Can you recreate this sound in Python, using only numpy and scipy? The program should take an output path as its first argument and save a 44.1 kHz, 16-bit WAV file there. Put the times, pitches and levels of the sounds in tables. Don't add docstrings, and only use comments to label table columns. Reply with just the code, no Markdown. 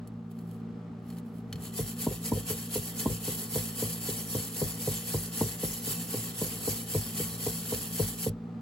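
import sys
import numpy as np
from scipy import signal
from scipy.fft import rfft, irfft, next_fast_len
from scipy.io import wavfile
from scipy.ndimage import uniform_filter1d, map_coordinates

SR = 44100
rng = np.random.default_rng(int(sys.argv[2]) if len(sys.argv) > 2 else 0)


def transcribe(u):
    v = np.clip(np.atleast_2d(u).T, -1, 1)
    q = np.round(v * 32767).astype(np.int16)
    wavfile.write(sys.argv[1], SR, q)


N = 379701

# start_s, turn_db, push_db, pull_db
STROKES = [(1.72, -1, -1.5, -2), (1.957, -0.5, -2.5, -1), (2.198, -0.5, -1.5, -1), (2.436, 0.5, 0.5, -1),
           (2.684, 2.5, -0.5, -0.5), (2.935, 4, -1, 1.5), (3.199, 3, -1, 2.5), (3.487, 1.5, 2.5, 0.5),
           (3.731, 0, 1, 0.5), (3.999, 1, 1, 1), (4.266, 2, -0.5, 0.5), (4.518, 0.5, 0.5, -0.5),
           (4.773, 1.5, -1.5, 2.5), (5.034, 1.5, 0, 0.5), (5.307, -1, 2, 1), (5.572, -1, 1, 0.5),
           (5.816, 1.5, 1, -0.5), (6.073, 3, -1, 0), (6.334, -1, 1, .5), (6.602, 2.5, 1.5, 1.5),
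           (6.862, 0, 2, -1), (7.131, 3, 1, -1), (7.377, 1.5, 0.5, .5), (7.639, 3.5, -.5, 0),
           (7.909, 3, 0, 2.5), (8.165, 0.5, 1, -5.5)]
# time_s, half_length_s, level_db
FIRST_DRAG = [(1.655, 0.033, -44)]
# share_of_stroke (0-1), level_db
LIGHT_STROKE = [(0, -58.5), (.26, -30), (.37, -35.5), (.5, -45), (.68, -39.5), (.84, -42), (1, -57.5)]
# share_of_stroke (0-1), level_db
FIRM_STROKE = [(0, -45.5), (0.18, -36.5), (.37, -34), (.53, -37.5), (.72, -38), (.87, -41.5), (1, -46)]
# time_s, firmness (0 light to 1 firm)
FIRMNESS = [(2.25, 0.36), (3.0, 0.45), (3.6, 0.93), (4.1, 1)]
# time_s, force_db, squareness (0-1),
# extra_boom_db, extra_clack_db, rocking_db, rebound_scuff_db
BUMPS = [(1.79, -3.5, 0.16, 4, -1, -35, -53), (2.065, -0.5, 0.83, 2, -0.5, -43, -37.5),
         (2.3162, -0.5, 1, 2, -2.5, -34.5, -35), (2.502, -4, 0, -2.5, -3, -41, -48),
         (2.7561, -1.5, 0, -2, -0.5, -34, -54), (3.057, -0.5, 1, 2, 0, -28, -39.5),
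         (3.277, -5.5, 0.3, -1, -4, -47, -61), (3.556, -1.5, 0, 1.5, 3, -38, -49),
         (3.8225, -2.5, 0.07, -2.5, -2, -39, -48), (4.086, -4, .05, -2, -7, -45, -58),
         (4.347, -1.5, 0.06, -1.5, -1, -36, -47), (4.615, 0, .02, 2, 1, -35, -42),
         (4.8745, -0.5, 0.01, 2, 1, -34, -51), (5.14, -0.2, 0.2, 4, 1, -36, -52),
         (5.4088, 1.7, 0.72, 0.5, 0.5, -32.5, -45), (5.632, 0, 0, -0.5, -2.5, -39, -53),
         (5.871, -11, 0.6, 1.5, -8, -45, -57), (6.139, -1, 0.2, -14, -5, -37, -51),
         (6.4135, -1.6, 0.24, -1.5, 0.5, -39, -46), (6.6748, 0, 0.05, -2, 0.5, -43, -49),
         (6.9485, 1, 0, 3, 1, -30.5, -49), (7.196, -2.5, 0.2, -3, -8, -49, -59),
         (7.4642, 0.5, 0, -1, 2, -44, -53), (7.7215, -1, 0, -2, 2, -45, -49),
         (7.9962, 1.5, 0, 1, 1, -30, -44), (8.263, -0.2, 0, 1, 0.5, -35, -42)]
# time_s, half_length_s, level_db
LANDING_ROCK = [(1.554, 0.028, -39)]
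# time_s, level_db, metal_share (0-1)
SNAPS = [(0.074, -33.5, 0.08), (0.388, -39, 0.25), (0.601, -50, 0.4), (1.102, -35, 0.5), (1.125, -45, .5),
         (1.169, -45, .6), (1.184, -41, 0.7), (1.527, -25.5, 1), (1.557, -35.5, .8), (8.24, -25, 0.2)]
# time_s, half_length_s, level_db
RUSTLES = [(.315, 0.0072, -59), (.4, 0.039, -65), (.52, 0.037, -60), (1.115, 0.037, -56.5),
           (1.187, 0.011, -54.5), (1.275, 0.018, -66), (1.37, 0.029, -61), (1.57, 0.049, -64.5)]
# pitch_hz, width_hz, glancing_hit_db, square_hit_extra_db
BENCH_MODES = [(53.6, 5.5, -11.5, 3.5), (103, 9, -5.5, 1), (150.2, 16.4, -6.5, -1.5),
               (218.7, 32, -15.5, 13), (298.6, 30, -15, 8.5), (368.6, 14.7, -18.5, 9),
               (430.4, 26, -8.5, -3), (510.2, 29.2, -12.5, -4.5), (635, 26, -24, 8.5), (783, 47, -29, 7.5),
               (935, 40, -27.5, 13), (1029, 30, -31, 16.5), (1084, 50, -32.5, 9)]
# pitch_hz, width_hz, level_db
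IRON_MODES = [(1121, 22, 7), (1480, 480, -4.5), (1790, 126, -0.5), (1970, 37, 3), (2670, 360, 0),
              (2993, 104, 5), (3150, 66, 4.5), (4150, 38, 5), (4360, 77, 5.5), (5300, 103, -21),
              (5760, 150, 3), (7240, 330, 4.5), (8000, 55, -7)]
# pitch_hz, level_db
WIRE_SPECTRUM = [(300, -88), (700, -8), (1500, -19), (2300, -14.5), (3200, -21), (3750, -21), (4400, -6.5),
                 (6300, -10), (7400, -3.5), (9200, -3), (12000, -1), (14200, -7.5), (15800, -5)]
# pitch_hz, level_db, t60_s
PING_MODES = [(1820, -1, 0.02), (2470, 1, .018), (3030, 7, 0.022), (3630, -7, 0.017), (4300, 4, 0.04),
              (5770, -15, 0.055), (7000, -9, .035), (7960, -8, .033)]
# shaft_order, level_db (before it wavers), waver_db, phase_wander_rad
HUM_ORDERS = [(1, -78, 2, .4), (2, -48.5, 1.3, 0.28), (3, -45, 2.5, .3), (4, -48, 3, 1.16),
              (6.72, -63, 2.5, 0.41), (7, -69.5, 1, .5)]
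# pitch_hz, level_db
AIR_SPECTRUM = [(22, -39), (40, -26), (58, -14), (85, -13.5), (125, -18), (190, -10), (225, -1.5),
                (280, -9.5), (335, -21.5), (390, -20.5), (480, -10.5), (530, -33.5), (590, -17.5),
                (660, -27.5), (760, -20.5), (1000, -29.5), (1200, -24.5), (1500, -33), (2200, -38.5),
                (4500, -46), (8500, -55.5), (16000, -102)]
# pitch_hz, coherence (0-1)
COHERENCE = [(100, 0.83), (300, 0.95), (600, 0.76), (1200, 0.5), (2800, 0.54), (3700, 0.2), (4400, 0.97),
             (6000, 0.073), (7400, 0.88), (9200, 1), (11400, 0.75), (13600, 1), (15000, 0.72)]
# pitch_hz, phase_rad
CHANNEL_PHASE = [(1300, 0), (1800, .7), (2900, .4), (3750, 1.4), (4400, .2), (5000, 2), (6200, 1),
                 (6900, 0), (8000, -1.6), (9200, -3.2), (11300, -6.3), (13600, -9.4), (15500, -12.6)]
# pitch_hz, t60_s
ROOM_DECAY = [(100, 0.043), (1000, 0.22), (5000, 0.21), (15000, 0.031)]

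TOP_HZ = 15850
LIFT_S, LIFT_DB_PER_S = 8.293, 1801
HELD_DB = -80
LANDING_S, LANDING_DB, LANDING_HZ = 1.536, -4.5, 190
BOOM_HZ, CLACK_HZ = 180, 580
ROCK_S, ROCK_HALF_S = 0.037, 0.016
SCUFF_S, SCUFF_HALF_S = 0.045, 0.0085
SQUARE_ROCK, SQUARE_SCUFF = .45, .22
GRIND_S, GRIND_HALF_S, GRIND_DB = .018, .006, -38.5


def scrubbing(flick_rate=9000, tuft_db=.9, hiss_db=0.5, twang_db=-6, zing_db=-15.0, ring_db=-11.0,
              ring_follow=0.59, rumble_db=-15, rumble_follow=0.81, usual_db=-36):
    effort_db = stroke_level() - usual_db
    tufts = amp(tuft_db * wobble(90) + 0.58 * wobble(28))

    def slips():
        return tufts * flicks(flick_rate * amp(effort_db / 2), spread_db=1.0)

    hiss = amp(hiss_db + effort_db) * wire_hiss(slips())
    twang = amp(twang_db + effort_db) * twangs()
    ring = amp(ring_db + ring_follow * effort_db) * iron_ring(slips())
    drag = unit(filtered(stereo(slips()), lambda hz: resonances(BENCH_MODES, hz) * soft_contact(hz)))
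    rumble = amp(rumble_db + rumble_follow * effort_db) * drag
    zing = amp(zing_db + effort_db) * twangs(rate=340, centre_hz=4290, scatter=.33, spread_db=1)
    return amp(usual_db) * (scratchy(hiss + ring) + twang + zing + rumble)


def stroke_level(last_length=0.22, push_share=.3, pull_share=.72):
    t = np.arange(N) / SR
    strokes = np.array(STROKES)
    starts, strength_db = strokes[:, 0], strokes[:, 1:]
    count = len(starts)
    moments = np.arange(count)[:, None] + [0, push_share, pull_share]
    progress = np.interp(t, np.append(starts, starts[-1] + last_length), np.arange(count + 1))
    light = np.interp(progress % 1, *np.transpose(LIGHT_STROKE))
    firm = np.interp(progress % 1, *np.transpose(FIRM_STROKE))
    shape = light + np.clip(curve(FIRMNESS), 0, 1) * (firm - light)
    level = shape + np.interp(progress, moments.ravel(), strength_db.ravel())
    lift_db = LIFT_DB_PER_S * np.maximum(t - LIFT_S, 0)
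    scrub = (t > starts[0]) * amp(level - lift_db)
    return 20 * np.log10(np.maximum(scrub, swells(FIRST_DRAG)) + 1e-9)


def flicks(rate, spread_db):
    chance = np.clip(rate / SR, 1e-4, 1) * np.ones(N)
    size = amp(spread_db * np.clip(rng.standard_normal(N), -2.5, 2.5))
    slipping = rng.random(N) < chance
    return unit(slipping * size / np.sqrt(chance) * rng.standard_normal((2, N)))


def wire_hiss(slips):
    return unit(filtered(stereo(slips), lambda hz: amp(along(WIRE_SPECTRUM, hz))))


def iron_ring(slips, roam_db=2.0, count=7):
    pair = stereo(slips)
    ring = 0
    for k in range(count):
        group = filtered(pair, lambda hz: resonances(IRON_MODES[k::count], hz))
        ring = ring + amp(roam_db * wobble(8.2)) * group
    return unit(ring)


def twangs(rate=560, centre_hz=10200, scatter=0.2, spread_db=2):
    count = int(rate * N / SR)
    when = rng.random((count, 1))
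    pitch, size, side = rng.standard_normal((3, count, 1))
    t = np.arange(SR // 45) / SR
    hz = centre_hz * np.exp(scatter * pitch)
    fade = 1 - t / t[-1]
    ring = (hz < TOP_HZ) * amp(spread_db * size) * fade * np.sin(2 * np.pi * hz * t)
    at = (when * N).astype(int) + np.arange(len(t))
    pair = [np.bincount(at.ravel(), (ring * gain).ravel(), N)[:N] for gain in (1, side)]
    return unit(stereo(np.array(pair)))


def scratchy(x):
    depth_db = [(900, 0), (2000, 1.6), (4000, 2), (6500, 2), (10000, 1)]  # (pitch_hz, depth_db)
    hz, _, z = signal.stft(x, SR, nperseg=1024)
    field = rng.standard_normal(z.shape[1:])
    field = uniform_filter1d(field, size=3, axis=0)
    field = uniform_filter1d(field, size=5, axis=1)
    gain = amp(along(depth_db, hz)[:, None] * unit(field))
    gain = gain / np.sqrt(np.mean(gain ** 2, axis=1, keepdims=True))
    return signal.istft(z * gain, nperseg=1024)[1][:, :N]


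def bumps(knock_db=-60, side_db=-12.0, lag_s=0.02985, lag_hz=65):
    lead_s, scatter_db, detune = .01, 1.3, .018
    size = SR // 2
    hz = np.fft.rfftfreq(size, 1 / SR)
    delay = lag_s * lag_hz * np.arctan(hz / lag_hz) + hz * lead_s
    travel = SR * amp(knock_db) * soft_contact(hz) * np.exp(-2j * np.pi * delay)
    out = np.zeros((2, N))
    for s, force_db, square, boom_db, clack_db, *_ in BUMPS:
        chance = rng.standard_normal((len(BENCH_MODES), 2))
        modes = []
        for (c, w, level, square_db), (a, b) in zip(BENCH_MODES, chance):
            level = level + square * square_db + scatter_db * b
            level += boom_db * (c < BOOM_HZ) + clack_db * (c > CLACK_HZ)
            modes.append((c * (1 + detune * a), w, level))
        mid = resonances(modes, hz)
        side = amp(side_db) * sum(rng.standard_normal() * resonances([m], hz) for m in modes if m[0] > 340)
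        knock = irfft(np.array([mid + side, mid - side]) * travel, size)
        add(out, s - lead_s, amp(force_db) * knock)
    thud = resonances(BENCH_MODES, hz) * travel / (1 + 1j * hz / LANDING_HZ) ** 2
    add(out, LANDING_S - lead_s, amp(LANDING_DB) * irfft(thud, size))
    return out


def shudder(rock_hz=109, wander=0.87, rock_db=-3.5, rumble_db=-7.0):
    s, force_db, square, _, _, rocking_db, scuff_db = np.transpose(BUMPS)
    longer = 1 + SQUARE_ROCK * square
    rocking = swells(zip(s + ROCK_S * longer, ROCK_HALF_S * longer, rocking_db)) + swells(LANDING_ROCK)
    later = 1 + SQUARE_SCUFF * square
    scuffing = swells(zip(s + SCUFF_S * later, SCUFF_HALF_S * later, scuff_db))
    grinding = swells([(at + GRIND_S, GRIND_HALF_S, db + GRIND_DB) for at, db in zip(s, force_db)])
    rock = unit(np.sin(2 * np.pi * rock_hz * np.arange(N) / SR + wander * wobble(60)))
    rumble = bench_rattle(low_hz=42, high_hz=210)
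    rocked = rocking * (amp(rock_db) * rock + amp(rumble_db) * rumble)
    return rocked + (grinding + scuffing) * bench_rattle(low_hz=340, high_hz=800)


def bench_rattle(low_hz, high_hz):
    contacts = stereo(rng.standard_normal((2, N)))
    return unit(filtered(contacts, lambda hz: resonances(BENCH_MODES, hz) * soft_contact(hz, low_hz, high_hz)))


def soft_contact(hz, low_hz=34, high_hz=1250):
    return 1 / (1 + (hz / high_hz) ** 8) / (1 + (low_hz / (hz + 1)) ** 8)


def handling(hiss_db=-2, ring_db=-9):
    slips = flicks(4500, spread_db=4.5)
    crackle = amp(hiss_db) * wire_hiss(slips) + amp(ring_db) * iron_ring(slips)
    return (amp(HELD_DB) + swells(RUSTLES)) * crackle


def ticks(t60=0.041, wire_db=-10, ping_db=-14, grit_db=6.5, attack_s=0.00023):
    t = np.arange(SR // 10) / SR
    grit_band = signal.butter(2, [1500, 6500], 'bandpass', fs=SR, output='sos')
    snaps, tinks = np.zeros((2, 2, N))
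    for s, db, on_metal in SNAPS:
        add(snaps, s, amp(db - 60 * t / t60) * rng.standard_normal((2, len(t))))
        ring = np.zeros(len(t))
        for hz, level, life in PING_MODES:
            decay = amp(level + rng.normal(0, 1.6) - 60 * t / life)
            ring += decay * np.sin(2 * np.pi * hz * rng.normal(1, 0.012) * t)
        ring += amp(grit_db - 60 * t / t60) * signal.sosfilt(grit_band, rng.standard_normal(len(t)))
        add(tinks, s, on_metal * amp(db + ping_db) * (1 - np.exp(-t / attack_s)) * ring)
    return filtered(stereo(snaps), lambda hz: amp(wire_db + along(WIRE_SPECTRUM, hz))) + tinks


def motor(shaft_hz=56.78, drift=0.003, air_db=-47, throb=0.12):
    phase = 2 * np.pi * np.cumsum(shaft_hz * (1 + drift * wobble(2.043))) / SR
    hum = 0
    for order, db, waver_db, wander in HUM_ORDERS:
        level = np.sqrt(2) * amp(db + waver_db * wobble(14))
        hum = hum + level * np.cos(order * phase + wander * wobble(15))
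    air = unit(filtered(stereo(rng.standard_normal((2, N))), lambda hz: amp(along(AIR_SPECTRUM, hz))))
    return hum + amp(air_db + wobble(5)) * air * (1 + throb * np.cos(phase))


def garage(x):
    hz, t, z = signal.stft(rng.standard_normal((2, SR // 2)), SR, nperseg=256)
    decay = amp(-60 * t / along(ROOM_DECAY, hz)[:, None])
    tail = signal.istft(z * decay, SR, nperseg=256)[1]
    return signal.fftconvolve(x, tail / np.linalg.norm(tail[0]), axes=1)[:, :N]


def stereo(pair):
    def turn(hz):
        return np.arccos(np.clip(along(COHERENCE, hz), -1, 1)) / 2

    mid, side = filtered(pair, lambda hz: np.array([np.cos(turn(hz)), np.sin(turn(hz))]))
    return np.array([mid + side, mid - side])


def resonances(modes, hz):
    total = 0
    for k, (c, w, db, *_) in enumerate(modes):
        total = total + (-1) ** k * amp(db) * 1j * hz * w / (c * c - hz * hz + 1j * hz * w)
    return total


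def filtered(x, response):
    m = next_fast_len(N + SR // 2)
    return irfft(rfft(x, m) * response(np.fft.rfftfreq(m, 1 / SR)), m)[..., :N]


def swells(rows):
    gain, t = np.zeros(N), np.arange(-SR // 4, SR // 4) / SR
    for s, half, db in rows:
        add(gain, s + t[0], amp(db) * np.exp(-.5 * (t / half) ** 2))
    return gain


def wobble(rate):
    knots = rng.standard_normal(int(N * rate / SR) + 4)
    return map_coordinates(knots, [np.arange(N) * rate / SR])


def curve(rows):
    return np.interp(np.arange(N) / SR, *np.transpose(rows))


def along(points, hz):
    f, v = np.transpose(points)
    return np.interp(np.log(hz + 1), np.log(f + 1), v)


def add(track, s, sound):
    part = track[..., max(round(s * SR), 0):][..., :sound.shape[-1]]
    part += sound[..., :part.shape[-1]]


def amp(db):
    return 10 ** (np.asarray(db) / 20)


def unit(x):
    return x / np.sqrt(np.mean(x ** 2) + 1e-20)


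def scene(room_db=-19, boom_room_db=-18, left_db=2.0):
    brush = scrubbing() + handling() + ticks()
    # (pitch_hz, gain_db)
    lean = [(600, 0.03), (1400, left_db), (2600, 0.011)]

    def channel_offset(hz):
        return amp(along(lean, hz)) * np.exp(.5j * along(CHANNEL_PHASE, hz))

    brush = filtered(brush, lambda hz: channel_offset(hz) ** np.array([[1], [-1]]))
    boom = bumps() + shudder()
    room = garage(amp(room_db) * brush + amp(boom_room_db) * boom)
    return brush + boom + room + motor()


def record(dry):
    return filtered(dry, lambda hz: hz < TOP_HZ)


dry = scene()
out = record(dry)
transcribe(out)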